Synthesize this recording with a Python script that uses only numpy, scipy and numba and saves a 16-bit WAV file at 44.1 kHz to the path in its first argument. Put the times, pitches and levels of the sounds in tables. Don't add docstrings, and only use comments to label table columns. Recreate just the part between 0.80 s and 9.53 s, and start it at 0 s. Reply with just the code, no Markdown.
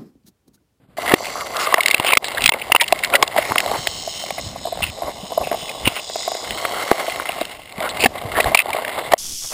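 import sys
import numpy as np
from scipy import signal
from scipy.fft import rfft, irfft
from scipy.io import wavfile
from scipy.ndimage import uniform_filter1d, map_coordinates
from numba import njit

SR = 44100
rng = np.random.default_rng(int(sys.argv[2]) if len(sys.argv) > 2 else 0)


def bounce(signal):
    frames = np.transpose(np.atleast_2d(signal))
    limited = np.clip(frames, -1, 1)
    pcm = np.round(limited * 32767).astype(np.int16)
    wavfile.write(sys.argv[1], SR, pcm)


def attenuation_scalar(level_db):
    decades = np.asarray(level_db, float) / 20
    return 10 ** decades


N = 384993
SLOW_HZ = 12000
M = N * SLOW_HZ // SR + 40

# centre in Hz, width in Hz, level in dB.
BODY = [(413, 385, -4), (702, 205, 6.5), (1106, 122, 0.5)]
# centre in Hz, width in Hz, level in dB.
WALL = [(2100, 210, 4.4), (2750, 260, 0.83)]
# centre in Hz, width in Hz, level in dB.
CORNER = [(3376, 1900, 6.5), (3900, 1750, 7), (4850, 6300, -2)]


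def unit(x):
    return x / np.sqrt(np.mean(x ** 2))


def ring(x, hz, width_hz):
    b, a = signal.iirpeak(hz, hz / min(width_hz, SLOW_HZ / 4), fs=SLOW_HZ)
    return signal.lfilter(b, a, x)


def shell(x, modes):
    total = 0
    for k, (hz, width_hz, db) in enumerate(modes):
        mode = ring(ring(x, hz, width_hz), hz, 4 * width_hz)
        total = total + (-1) ** k * attenuation_scalar(db) * mode
    return total


def colour(x, points, sr):
    hz, db = np.transpose(points)
    f = np.arange(len(x) // 2 + 1) * sr / len(x) + 1
    gain = attenuation_scalar(np.interp(np.log(f), np.log(hz), db))
    return unit(irfft(rfft(x) * gain, len(x)))


def curves(table, count, sr):
    s, *columns = np.transpose(table)
    return [np.interp(np.arange(count) / sr, s, c) for c in columns]


def walk(rate_hz, count, sr):
    k = int(sr / rate_hz)
    steps = np.repeat(rng.standard_normal(count // k + 1), k)
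    return unit(uniform_filter1d(steps, k)[:count])


def grains(rate_hz, scatter_db, count, sr):
    chance = rng.random(size=(3, count))
    size_db = scatter_db * np.minimum(-np.log(1 - chance[2]), 4)
    return (chance[0] < rate_hz / sr) * np.sign(chance[1] - .5) * attenuation_scalar(size_db)


def swell(s, db, up_ms, down_ms):
    ms = 1000 * (np.arange(M) / SLOW_HZ - s)
    return attenuation_scalar(2 * (db - 12 * np.where(ms < 0, -ms / up_ms, ms / down_ms)))


def contact():
    # time in seconds, pressure in dB, stalk stiffness in dB.
    push = [(.178, -32, -1.5), (.65, -34, -4.5), (.81, -29.5, 1), (1.3, -31, 1.5), (1.96, -37.5, -1.5),
            (2.5, -31.5, 1.5), (2.89, -28, -7), (3.2, -41.5, -5), (3.74, -42.5, -6.5), (4.39, -39.5, -10.5),
            (4.98, -35.5, -7.5), (5.25, -42, -6), (5.99, -28.5, -3), (6.6, -36, 1.5), (6.88, -51, 4),
            (7.1, -36.5, -4.5), (7.95, -28.5, -5), (8.37, -36.5, -1.5)]
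    # release in seconds, level in dB, stiffness in dB, build-up in ms.
    scrapes = [(0.328, -21.5, -0.5, 86), (1.305, -24.5, 5, 66), (1.64, -41, 12, 120), (1.739, -13, -6, 5.1),
               (2.352, -16.5, -7, 37), (2.422, -19.5, -9, 39), (2.581, -25.5, 4, 15),
               (2.945, -24, -4.5, 13), (3.494, -43, -1, 440), (4.033, -35.5, 9.5, 9.1),
               (4.278, -27.5, -12, 66), (4.612, -22.5, -32, 27), (4.728, -23, -13, 10),
               (5.077, -27.5, 8.5, 22), (5.165, -31, 3.5, 27), (6.204, -23.5, -6.5, 28),
               (7.056, -23, -4.5, 65), (7.24, -27, -0.5, 120), (7.46, -35, -20, 130),
               (7.583, -13.5, -4, 25), (7.667, -18, -11, 14), (7.792, -22.5, 10, 18),
               (8.19, -24.5, -6.5, 31), (8.321, -19.5, -2, 4.1)]
    # time in seconds, level change in dB.
    dips = [(1.39, -32), (2.5, -4.5), (2.385, -11), (1.98, -1.5), (7.306, -29), (7.845, -11)]
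    dip_ms, slip_ms, slip_share = 27, 30, .2
    push_db, stiff_db = curves(push, M, SLOW_HZ)
    t = np.arange(M) / SLOW_HZ
    dip_db = sum(db * np.exp(-(1000 * (t - s) / dip_ms) ** 2) for s, db in dips)
    body = attenuation_scalar(2 * push_db + .4 * dip_db)
    wall = attenuation_scalar(2 * (push_db + stiff_db + dip_db))
    for s, db, hard_db, ms in scrapes:
        rub = swell(s, db, max(ms, 5), slip_ms + slip_share * ms)
        body = body + rub
        wall = wall + rub * attenuation_scalar(2 * (hard_db + dip_db))
    return 10 * np.log10(body), 10 * np.log10(wall)


def drag(body_db, wall_db):
    spurts_db = 1.02 * walk(70, M, SLOW_HZ)
    soft = unit(grains(350, 2.35, M, SLOW_HZ)) + .55 * rng.standard_normal(M)
    sharp = unit(grains(1000, 2.5, M, SLOW_HZ)) + .4 * rng.standard_normal(M)
    body = unit(shell(soft * attenuation_scalar(spurts_db), BODY))
    sharp = sharp * attenuation_scalar(.5 * spurts_db + 3.3 * walk(130, M, SLOW_HZ))
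    stiff_db = np.clip(wall_db - body_db, 0, 12)
    wall = attenuation_scalar(-.7 * stiff_db) * unit(shell(sharp, WALL[:1]))
    wall = wall - attenuation_scalar(1.35 * stiff_db - 5.5) * unit(shell(sharp, WALL[1:]))
    wall = wall + attenuation_scalar(-18.0) * unit(shell(sharp, CORNER[1:2]))
    wall = wall + attenuation_scalar(-4.5) * unit(shell(sharp, CORNER[::2]))
    rim = unit(ring(ring(sharp, 1290.0, 640.0), 800.0, 750.0))
    both = body * attenuation_scalar(body_db + 1.0) + wall * attenuation_scalar(wall_db - 1.5)
    dip = 0.33 * ring(both, 1410.0, 700.0)
    return both - dip - rim * attenuation_scalar(0.42 * body_db + 1.0 * wall_db + 9.5)


def rasps():
    # start in seconds, length in ms, level in dB, ring in Hz.
    stems = [(.44, 49, -34.5, 2600), (0.552, 96, -31, 1210), (.74, 130, -25.5, 1250),
             (0.789, 75, -27.5, 5350), (.79, 70, -30.5, 2690), (.97, 35, -16.5, 1080),
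             (1.254, 92, -19, 2770), (1.264, 20, -27, 5200), (1.45, 26, -27.5, 4060), (1.57, 19, -22, 1700),
             (1.814, 10.8, -23.5, 2540), (2.243, 23, -28, 2100), (2.6, 95, -31.5, 2090),
             (2.33, 43, -16, 1380), (2.914, 55, -24, 950), (3.581, 18, -32.5, 2100), (4.018, 30, -32, 2750),
             (4.065, 41, -33, 2670), (4.628, 78, -35, 2630), (5.044, 55, -30, 2750),
             (5.149, 58, -32.5, 2750), (5.93, 110, -32, 1310), (6.259, 79, -34, 3120),
             (7.02, 67, -30, 1370), (7.091, 24, -30, 4020), (7.196, 40, -21.5, 2570),
             (7.196, 63, -26.5, 4700), (7.35, 59, -39, 2050), (7.378, 15, -31, 3650),
             (7.548, 36, -22.5, 1740), (7.64, 65, -33, 1970), (7.64, 140, -28, 700), (7.885, 27, -24, 905),
             (7.795, 28, -15, 2550), (8.09, 100, -39, 2110), (8.1, 195, -40.5, 3760), (8.17, 29, -29, 1100),
             (8.316, 21, -19, 640), (8.3333, 5.3, -4.5, 920), (1.996, 37, -12.5, 2100)]
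    width_share, edge_share = .22, .3
    count = 3000
    out = np.zeros(M)
    for s, ms, db, hz in stems:
        slips = unit(grains(900, 2.6, count, SLOW_HZ)) + 0.33 * rng.standard_normal(count)
        size = int(np.clip(ms, 5, 200) * SLOW_HZ / 1000)
        push = np.pad(signal.windows.tukey(size, edge_share), (0, count - size))
        rung = ring(ring(slips, hz, width_share * hz), hz, 2 * width_share * hz)
        i = int(s * SLOW_HZ)
        out[i:i + count] += attenuation_scalar(db) * unit(rung) * push
    return out


def add(out, s, db, ms, hz, modes, share):
    t = np.arange(1200) / SLOW_HZ
    u = t / np.clip(ms / 1000, .0003, .02)
    push = u * np.exp(-.8 * u - 0.06 * u ** 2)
    grit = rng.standard_normal(len(t))
    place = unit(push * np.sin(2 * np.pi * hz * t + grit[0]))
    blow = place + share * unit(shell(push * grit, modes))
    blow = signal.lfilter([1, -1], [1, -np.exp(-hz / SLOW_HZ)], blow)
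    i = int(s * SLOW_HZ)
    out[i:i + len(t)] += attenuation_scalar(db) * blow / np.abs(blow).max()


def body_blows(out):
    # time in seconds, peak in dB, ring in Hz, length in ms.
    knocks = [(0.338, 6, 363, 6.8), (0.8696, -14, 1205, 15), (0.9256, -12, 1090, 7.3),
              (0.9414, 1.5, 1142, 6.6), (1.199, -11.5, 960, 4.9), (1.3305, -7.5, 1010, 8.3),
              (1.372, 2.5, 1270, 3.5), (1.6593, -10, 1280, 5.8), (1.6905, -8, 930, 10.4),
              (1.7213, -1, 910, 4.1), (1.9194, -8.5, 1025, 2.8), (1.9493, -1, 1000, 3.6),
              (1.962, -1.5, 1300, 2), (2.0135, -11, 944, 22), (2.125, -2.5, 704, 7.5),
              (2.3399, -12.5, 557, 30), (2.4283, 5.5, 1084, 4.5), (2.562, -10.5, 760, 10.3),
              (2.5836, -8.5, 603, 13), (2.721, -9, 880, 0.75), (2.7591, -9, 1210, 2),
              (4.5762, -8.5, 635, 9.5), (5.0751, -7.5, 380, 0.83), (5.852, -9.5, 1070, 1.4),
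              (6.115, 5, 527, 2.1), (6.3993, -15.5, 1360, 2.1), (7.239, -9.5, 444, 9.1),
              (7.2576, -3, 770, 11), (7.7501, 3.5, 984, 4.1), (8.337, 13, 645, 7.5)]
    # time in seconds, peak in dB.
    nudges = [(.183, -15.5), (0.9815, -5), (3.2742, -15.5), (3.7583, -19.5), (3.8521, -13.5), (3.87, -16),
              (3.9234, -14), (4.2198, -12.5), (4.5197, -15.5), (4.612, -11), (4.7426, -13), (6.2805, -12),
              (7.006, -15)]
    # time in seconds, peak in dB.
    patter = [(.316, -8), (1.1425, -9.5), (1.246, -10.5), (1.744, -1.5), (2.8606, -11), (2.9147, -7.5),
              (3.0708, -14.5), (3.438, -19), (3.506, -12.5), (3.5806, -18), (3.955, -22), (3.973, -18.5),
              (3.989, -21), (4.005, -17.5), (4.233, -19), (4.671, -13.5), (4.7144, -10), (4.727, -16),
              (5.298, -18.5), (5.3568, -13), (5.4775, -11), (5.517, -13), (5.5504, -14), (6.493, -13),
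              (6.5825, -18), (6.6134, -9), (7.6007, -3.5), (7.9649, -11)]
    # time in seconds, peak in dB, ring in Hz.
    taps = [(0.241, -23, 694), (0.406, -11, 666), (0.555, -13.5, 1150), (1.483, -18, 818),
            (1.547, -19, 685), (1.899, -13.5, 694), (2.401, -26, 1030), (2.709, -10, 890),
            (3.462, -24, 1050), (3.487, -21, 623), (3.594, -19, 622), (3.884, -20, 654),
            (4.185, -21.5, 583), (4.294, -16, 696), (4.632, -21, 716), (5.639, -19, 750), (5.685, -22, 635),
            (6.121, -4.5, 720), (6.793, -29.5, 786), (7.135, -24, 654), (7.354, -16, 640),
            (7.644, -14, 600), (7.658, -9, 721), (7.717, -14, 655), (7.858, -7.5, 670), (7.947, -8.5, 694),
            (7.987, -11.5, 870), (8.179, -13.5, 716)]
    for s, db, hz, ms in knocks:
        add(out, s - .0006, db + 5.5, 0.26 * ms, hz, BODY, .6)
    for s, db in nudges:
        add(out, s, db, 2.7, 675., BODY, .6)
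        add(out, s, db - 18.0, .45, 1500., WALL, .6)
    for s, db in patter:
        add(out, s, db, 1.6, 665., BODY, .55)
        add(out, s, db - 9.5, .4, 1500., WALL, .7)
    for s, db, hz in taps:
        add(out, s, db - 2.0, 1.3, hz, BODY, .5)


def wall_blows(out):
    # time in seconds, peak in dB, ring in Hz.
    flicks = [(0.2775, -14, 1930), (0.307, -18, 1990), (0.319, -10, 1780), (0.9803, -11.5, 1810),
              (1.3223, -9, 2350), (1.7202, 0.5, 2720), (1.92, 1.5, 2750), (1.95, -1.5, 2780),
              (1.962, 4.5, 2890), (2.041, -12, 2740), (2.338, -9, 2540), (2.757, -13, 2000),
              (4.038, -13.5, 2750), (5.055, -13.5, 2940), (5.187, -29, 2600), (6.4902, -18.5, 2850),
              (7.2451, -5, 2680), (7.7903, 4, 2580), (7.801, 0, 2470), (8.0482, -16.5, 1700),
              (8.0795, -18.5, 1890)]
    # time in seconds, peak in dB, ring in Hz, length in ms.
    snaps = [(.34, 4, 1940, 3.7), (.9427, 6.5, 1930, 1.56), (1.0059, -6.5, 2190, 5.1),
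             (1.0591, -3, 2070, 4.6), (1.11, -6.5, 2140, 5.5), (1.1447, 3, 2670, 3.1),
             (1.1985, -11.5, 2750, 2.5), (1.334, 0, 2360, 3.9), (1.3515, -11, 2040, 3.8),
             (1.3715, 8, 2180, 4.7), (1.7375, -2, 2190, 3.3), (2.2363, -11, 2100, 4.1),
             (2.352, 0, 1970, 9.8), (2.584, -15, 1870, 2.9), (4.8918, -24, 2490, 8.5), (5.075, -8, 2760, 6),
             (5.8518, -18, 2020, 3.6), (6.1119, -19, 2000, 9.1), (7.2386, -7.5, 2420, 3.2),
             (7.2592, -1, 1760, 6.8), (7.6026, -8.5, 1960, 6.7), (7.7466, 3.5, 2328, 8),
             (7.7725, -2, 2650, 5.5), (7.9304, -18, 2330, 5.7), (8.3351, -4, 1835, 6.2)]
    # time in seconds, peak in dB, ring in Hz, length in ms.
    breaks = [(1.443, -18, 1730, 4.1), (1.6202, -17.5, 2700, 3.2), (1.6396, -13, 2530, 4.2),
              (1.6589, 1.5, 2520, 5.6), (1.6919, 9, 2090, 3.9), (2.0095, -4.5, 2130, 9.5),
              (2.0789, -20, 2720, 5.7), (2.1244, -10, 2030, 2.03), (2.189, -25, 2140, 4.7),
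              (2.2463, -16, 2130, 2.9), (2.4258, -1, 2210, 6.2), (2.7809, -9.5, 2080, 4.2),
              (2.8037, -14.5, 1940, 1.4), (3.0709, -14, 1890, 3.3), (5.7075, -20, 2150, 1.15),
              (6.6115, -23.5, 2350, 2), (8.3185, -22, 1780, 3.7)]
    # time in seconds, peak in dB.
    ticks = [(0.7665, -11), (1.0326, -5), (1.0823, -1), (1.482, -14), (1.677, 4), (2.477, -7), (4.023, -14),
             (4.065, -17), (6.652, -18), (7.0904, -14.5), (7.819, -7), (7.9037, -14)]
    # time in seconds, peak in dB, ring in Hz.
    pricks = [(0.4554, -13, 2050), (0.4968, -20, 2030), (1.102, -5, 2220), (1.1317, -11, 2060),
              (1.18, -5, 2150), (1.247, -6, 2170), (1.506, -17, 2010), (1.548, -14, 3980),
              (1.5807, -7, 1730), (1.607, -11, 2700), (1.7868, -15, 2080), (1.7964, -17, 2860),
              (1.8167, -18, 2080), (2.3007, -12, 2030), (2.439, 0, 2060), (2.5164, -20, 1990),
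              (2.565, -11, 2130), (2.6518, -9, 2090), (2.6998, -12, 2010), (2.861, -12.5, 3930),
              (2.914, -16, 3760), (3.4615, -17, 2140), (3.5052, -11, 2140), (3.582, -22, 2070),
              (4.7142, -24, 2020), (4.7292, -16, 2000), (4.819, -19, 3000), (4.9142, -16, 2010),
              (6.2703, -18, 2160), (6.298, -9, 2400), (6.3594, -14, 2010), (6.519, -13, 2450),
              (6.6294, -20, 2670), (6.8937, -26.5, 2160), (6.923, -19, 2250), (6.98, -19.5, 2250),
              (7.004, -12, 2120), (7.195, -13, 2280), (7.4619, -22, 1970), (7.5453, -18, 1900),
              (7.6287, -14, 3500), (7.6427, -4.5, 1740), (7.7094, -18, 2050), (7.857, -18, 3530),
              (2.034, -5, 2750), (7.8923, -13, 2190)]
    flick_ms = 3.9
    timed_flicks = [(*row, flick_ms) for row in flicks]
    for rows, crack_db in ((timed_flicks, -13.5), (snaps, -7.5), (breaks, 1)):
        for s, db, hz, ms in rows:
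            add(out, s - .0004, db + 5.0, 0.31 * ms, hz, WALL, .8)
            add(out, s - .0004, db + crack_db + 8.0, 0.38 * ms, 3950., CORNER, 3.0)
    for s, db in ticks:
        add(out, s, db, .9, 2750., [*WALL, *CORNER], 2)
    for s, db, hz in pricks:
        add(out, s, db - 3.0, .7, hz, [*WALL, *CORNER[1:2]], .8)


def heavy_blows(out):
    # time in seconds, peak in dB, ring in Hz, length in ms.
    bumps = [(0.3362, -20.5, 331, 23), (1.1991, -22, 344, 5.4), (1.371, -23, 257, 11),
             (1.689, -25.5, 183, 8.5), (4.431, -35, 190, 20), (5.0738, -16.5, 243, 7.8),
             (6.115, -31, 370, 24), (6.611, -34, 323, 16), (7.2571, -14.5, 248, 15)]
    # time in seconds, peak in dB, ring in Hz.
    thumps = [(1.197, -23, 120), (2.71, -23, 115), (2.991, -25, 135), (3.09, -31, 75), (3.525, -30, 199),
              (3.67, -23.5, 88), (4.029, -27, 62), (4.095, -27, 80), (4.25, -33, 60), (4.61, -29, 60),
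              (5.075, -17, 106), (6.985, -22.5, 199), (7.454, -20.5, 110), (7.664, -17.5, 54.7),
              (4.83, -31.5, 151), (5.05, -25, 60)]
    for s, db, hz, ms in bumps:
        add(out, s - .0012, db + 8.5, 0.29 * ms, hz, BODY, .1)
    for s, db, hz in thumps:
        add(out, s - .5 / hz, db - 1.5, 520.0 / hz, hz, BODY, .02)


def blows():
    out = np.zeros(M + 1200)
    body_blows(out)
    wall_blows(out)
    heavy_blows(out)
    return out[:M]


def shaking(swing_hz, wobble, depth, both, count, sr):
    phase = 2 * np.pi * np.cumsum(swing_hz * (1 + wobble * walk(17, count, sr))) / sr
    return np.exp(depth * np.cos(phase) + both * np.cos(2 * phase))


def tail():
    # time in seconds, level in dB, echo notch in Hz.
    buzz = [(.2, -53, 5200), (.4, -38.5, 5200), (.8, -45.5, 5200), (1.2, -56, 4340), (2.5, -55, 4300),
            (2.66, -41, 4750), (2.98, -34.5, 4870), (3.67, -41.5, 4600), (3.76, -51.5, 4650),
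            (3.86, -35, 4580), (4.15, -42.5, 4610), (5.15, -45.5, 4470), (5.4, -35, 4440),
            (5.64, -38.5, 4470), (5.78, -36, 4900), (6.3, -44, 4910), (6.78, -60.5, 4600),
            (6.87, -65, 4500)]
    # time in seconds, swings per second.
    shake = [(3.0, 84), (3.35, 81), (5.3, 67), (5.65, 72.5), (6.3, 80)]
    # time in seconds, low path in dB, high path in dB.
    angle = [(2.6, -18.5, 0), (2.9, -3, -2.5), (3.2, 3, 0.5), (3.45, 4.5, -0.5), (3.7, 5, 1),
             (3.95, -4, -12), (4.4, 2, -0.5), (4.75, 8.5, 1), (5.1, 10, 2), (5.4, -1, 1), (5.7, -1.5, -6),
             (6.3, 3, 0.5)]
    # centre in Hz, width in Hz, level in dB.
    gaps = [(3196, 440, -2.5), (4050, 1800, -1), (5380, 1040, 4.5)]
    level_db, notch_hz = curves(buzz, M, SLOW_HZ)
    swing_hz, = curves(shake, M, SLOW_HZ)
    low_db, high_db = curves(angle, M, SLOW_HZ)
    clash = grains(3000, 2.8, M, SLOW_HZ) * shaking(swing_hz, .015, .16, .17, M, SLOW_HZ)
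    lag = np.clip(3.5 * SLOW_HZ / notch_hz, 1, 38)
    clash = clash + .85 * map_coordinates(clash, [np.arange(M) - lag], order=5)
    heard = 0
    for k, (hz, width_hz, db) in enumerate(gaps):
        edges_hz = np.clip([hz - width_hz / 2, hz + width_hz / 2], 100, 5950)
        if k == 2:
            path = signal.butter(2, edges_hz[0], "high", fs=SLOW_HZ, output="sos")
        else:
            path = signal.butter(2, edges_hz, "band", fs=SLOW_HZ, output="sos")
        path_db = db + level_db + (low_db, 0, high_db)[k] + 1.85 * walk(7.8, M, SLOW_HZ)
        heard = heard + (-1) ** k * attenuation_scalar(path_db) * unit(signal.sosfilt(path, clash))
    return heard


def swing():
    # time in seconds, level in dB.
    breeze = [(.2, -51), (3.6, -43), (5.6, -54.5), (8.0, -45)]
    # time in seconds, level in dB.
    jerks = [(.33, -36), (1.66, -32), (2.35, -42), (2.6, -43), (3.0, -38.5), (3.66, -39), (4.04, -31.5),
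             (4.25, -42), (4.62, -35.5), (4.85, -48), (5.07, -35.5), (5.72, -39.5), (7.25, -29.5),
             (7.45, -49), (7.57, -39), (7.68, -29), (8.2, -41), (8.33, -45)]
    breeze_db, = curves(breeze, M, SLOW_HZ)
    power = attenuation_scalar(2 * breeze_db) + sum(swell(s, db, up_ms=79, down_ms=79) for s, db in jerks)
    return 10 * np.log10(power)


def sway(db):
    points = [(12, -32), (30, -2.0), (70, 3.5), (150, 0.5), (260, -1.5), (500, -18.0)]
    air = colour(rng.standard_normal(M), points, SLOW_HZ)
    return air * attenuation_scalar(db + 2.6 * walk(16, M, SLOW_HZ))


@njit
def follow(x, attack, release):
    y, e = np.empty(len(x)), 0.
    for i in range(len(x)):
        e += (abs(x[i]) - e) * (attack if abs(x[i]) > e else release)
        y[i] = e
    return y


def hold(x):
    held = np.repeat(np.clip(x, -1, 1), 4)
    held = signal.resample_poly(held, 147, 160)[:N]
    return signal.sosfilt(signal.ellip(12, .3, 80, 15350, fs=SR, output="sos"), held)


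def housed():
    x = drag(*contact()) + tail() + sway(swing()) + blows() + rasps()
    attack_s, release_s = .011, .053
    loud = follow(x, 1 / (attack_s * SLOW_HZ), 1 / (release_s * SLOW_HZ))
    x = 0.99 * x / (1 + (loud / 0.44) ** 2)
    x = signal.lfilter([1, .8], [1, .6], x)
    return hold(x)


def open_air():
    # frequency in Hz, density in dB per Hz.
    rattle_points = [(1180, -65), (2000, -27), (2640, -21.5), (3350, -10.5), (3920, -16), (5630, -4),
                     (8150, -11.5), (11600, -14.5), (15700, -29)]
    # time in seconds, level in dB.
    rustle = [(8.45, -50), (8.6, -61), (8.645, -40), (8.688, -54), (8.72, -34)]
    wind_points = [(10, -3.5), (35, -18), (100, -23.5), (300, -27.5), (600, -44)]
    grass_points = [(200, -19), (500, -8.0), (1200, -9.5), (2500, -16.0), (5000, -31)]
    tail_db, wind_db = -29.5, -44 + 4 * walk(22, N, SR)
    grass_db, = curves(rustle, N, SR)
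    clash = unit(grains(7000, 2, N, SR)) * shaking(74, .1, .14, .09, N, SR)
    rattle = colour(clash, [*rattle_points, (15900, -90)], SR)
    wind = colour(rng.standard_normal(N), wind_points, SR)
    grass = colour(grains(3100, 5.0, N, SR), grass_points, SR)
    return rattle * attenuation_scalar(tail_db) + wind * attenuation_scalar(wind_db) + grass * attenuation_scalar(grass_db)


def hollow():
    # frequency in Hz, density in dB per Hz.
    air_points = [(18, -63), (30, -36), (129, -21), (212, -23), (500, -34), (3500, -51), (4800, -55),
                  (5900, -68)]
    air = colour(rng.standard_normal(M), air_points, SLOW_HZ) * attenuation_scalar(-53.5)
    return hold(air) * attenuation_scalar(2.5 * walk(35, N, SR))


def scene():
    cut_in_s, cut_out_s = .169, 8.379
    t = np.arange(N) / SR
    return np.select([t < cut_in_s, t < cut_out_s], [hollow(), housed()], open_air())[None]


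def band_limit(x):
    return signal.sosfilt(signal.butter(12, 16410, fs=SR, output="sos"), x)


def record(dry):
    mix = np.clip(dry, -1, 1)
    return band_limit(mix)


dry = scene()
out = record(dry)
bounce(out)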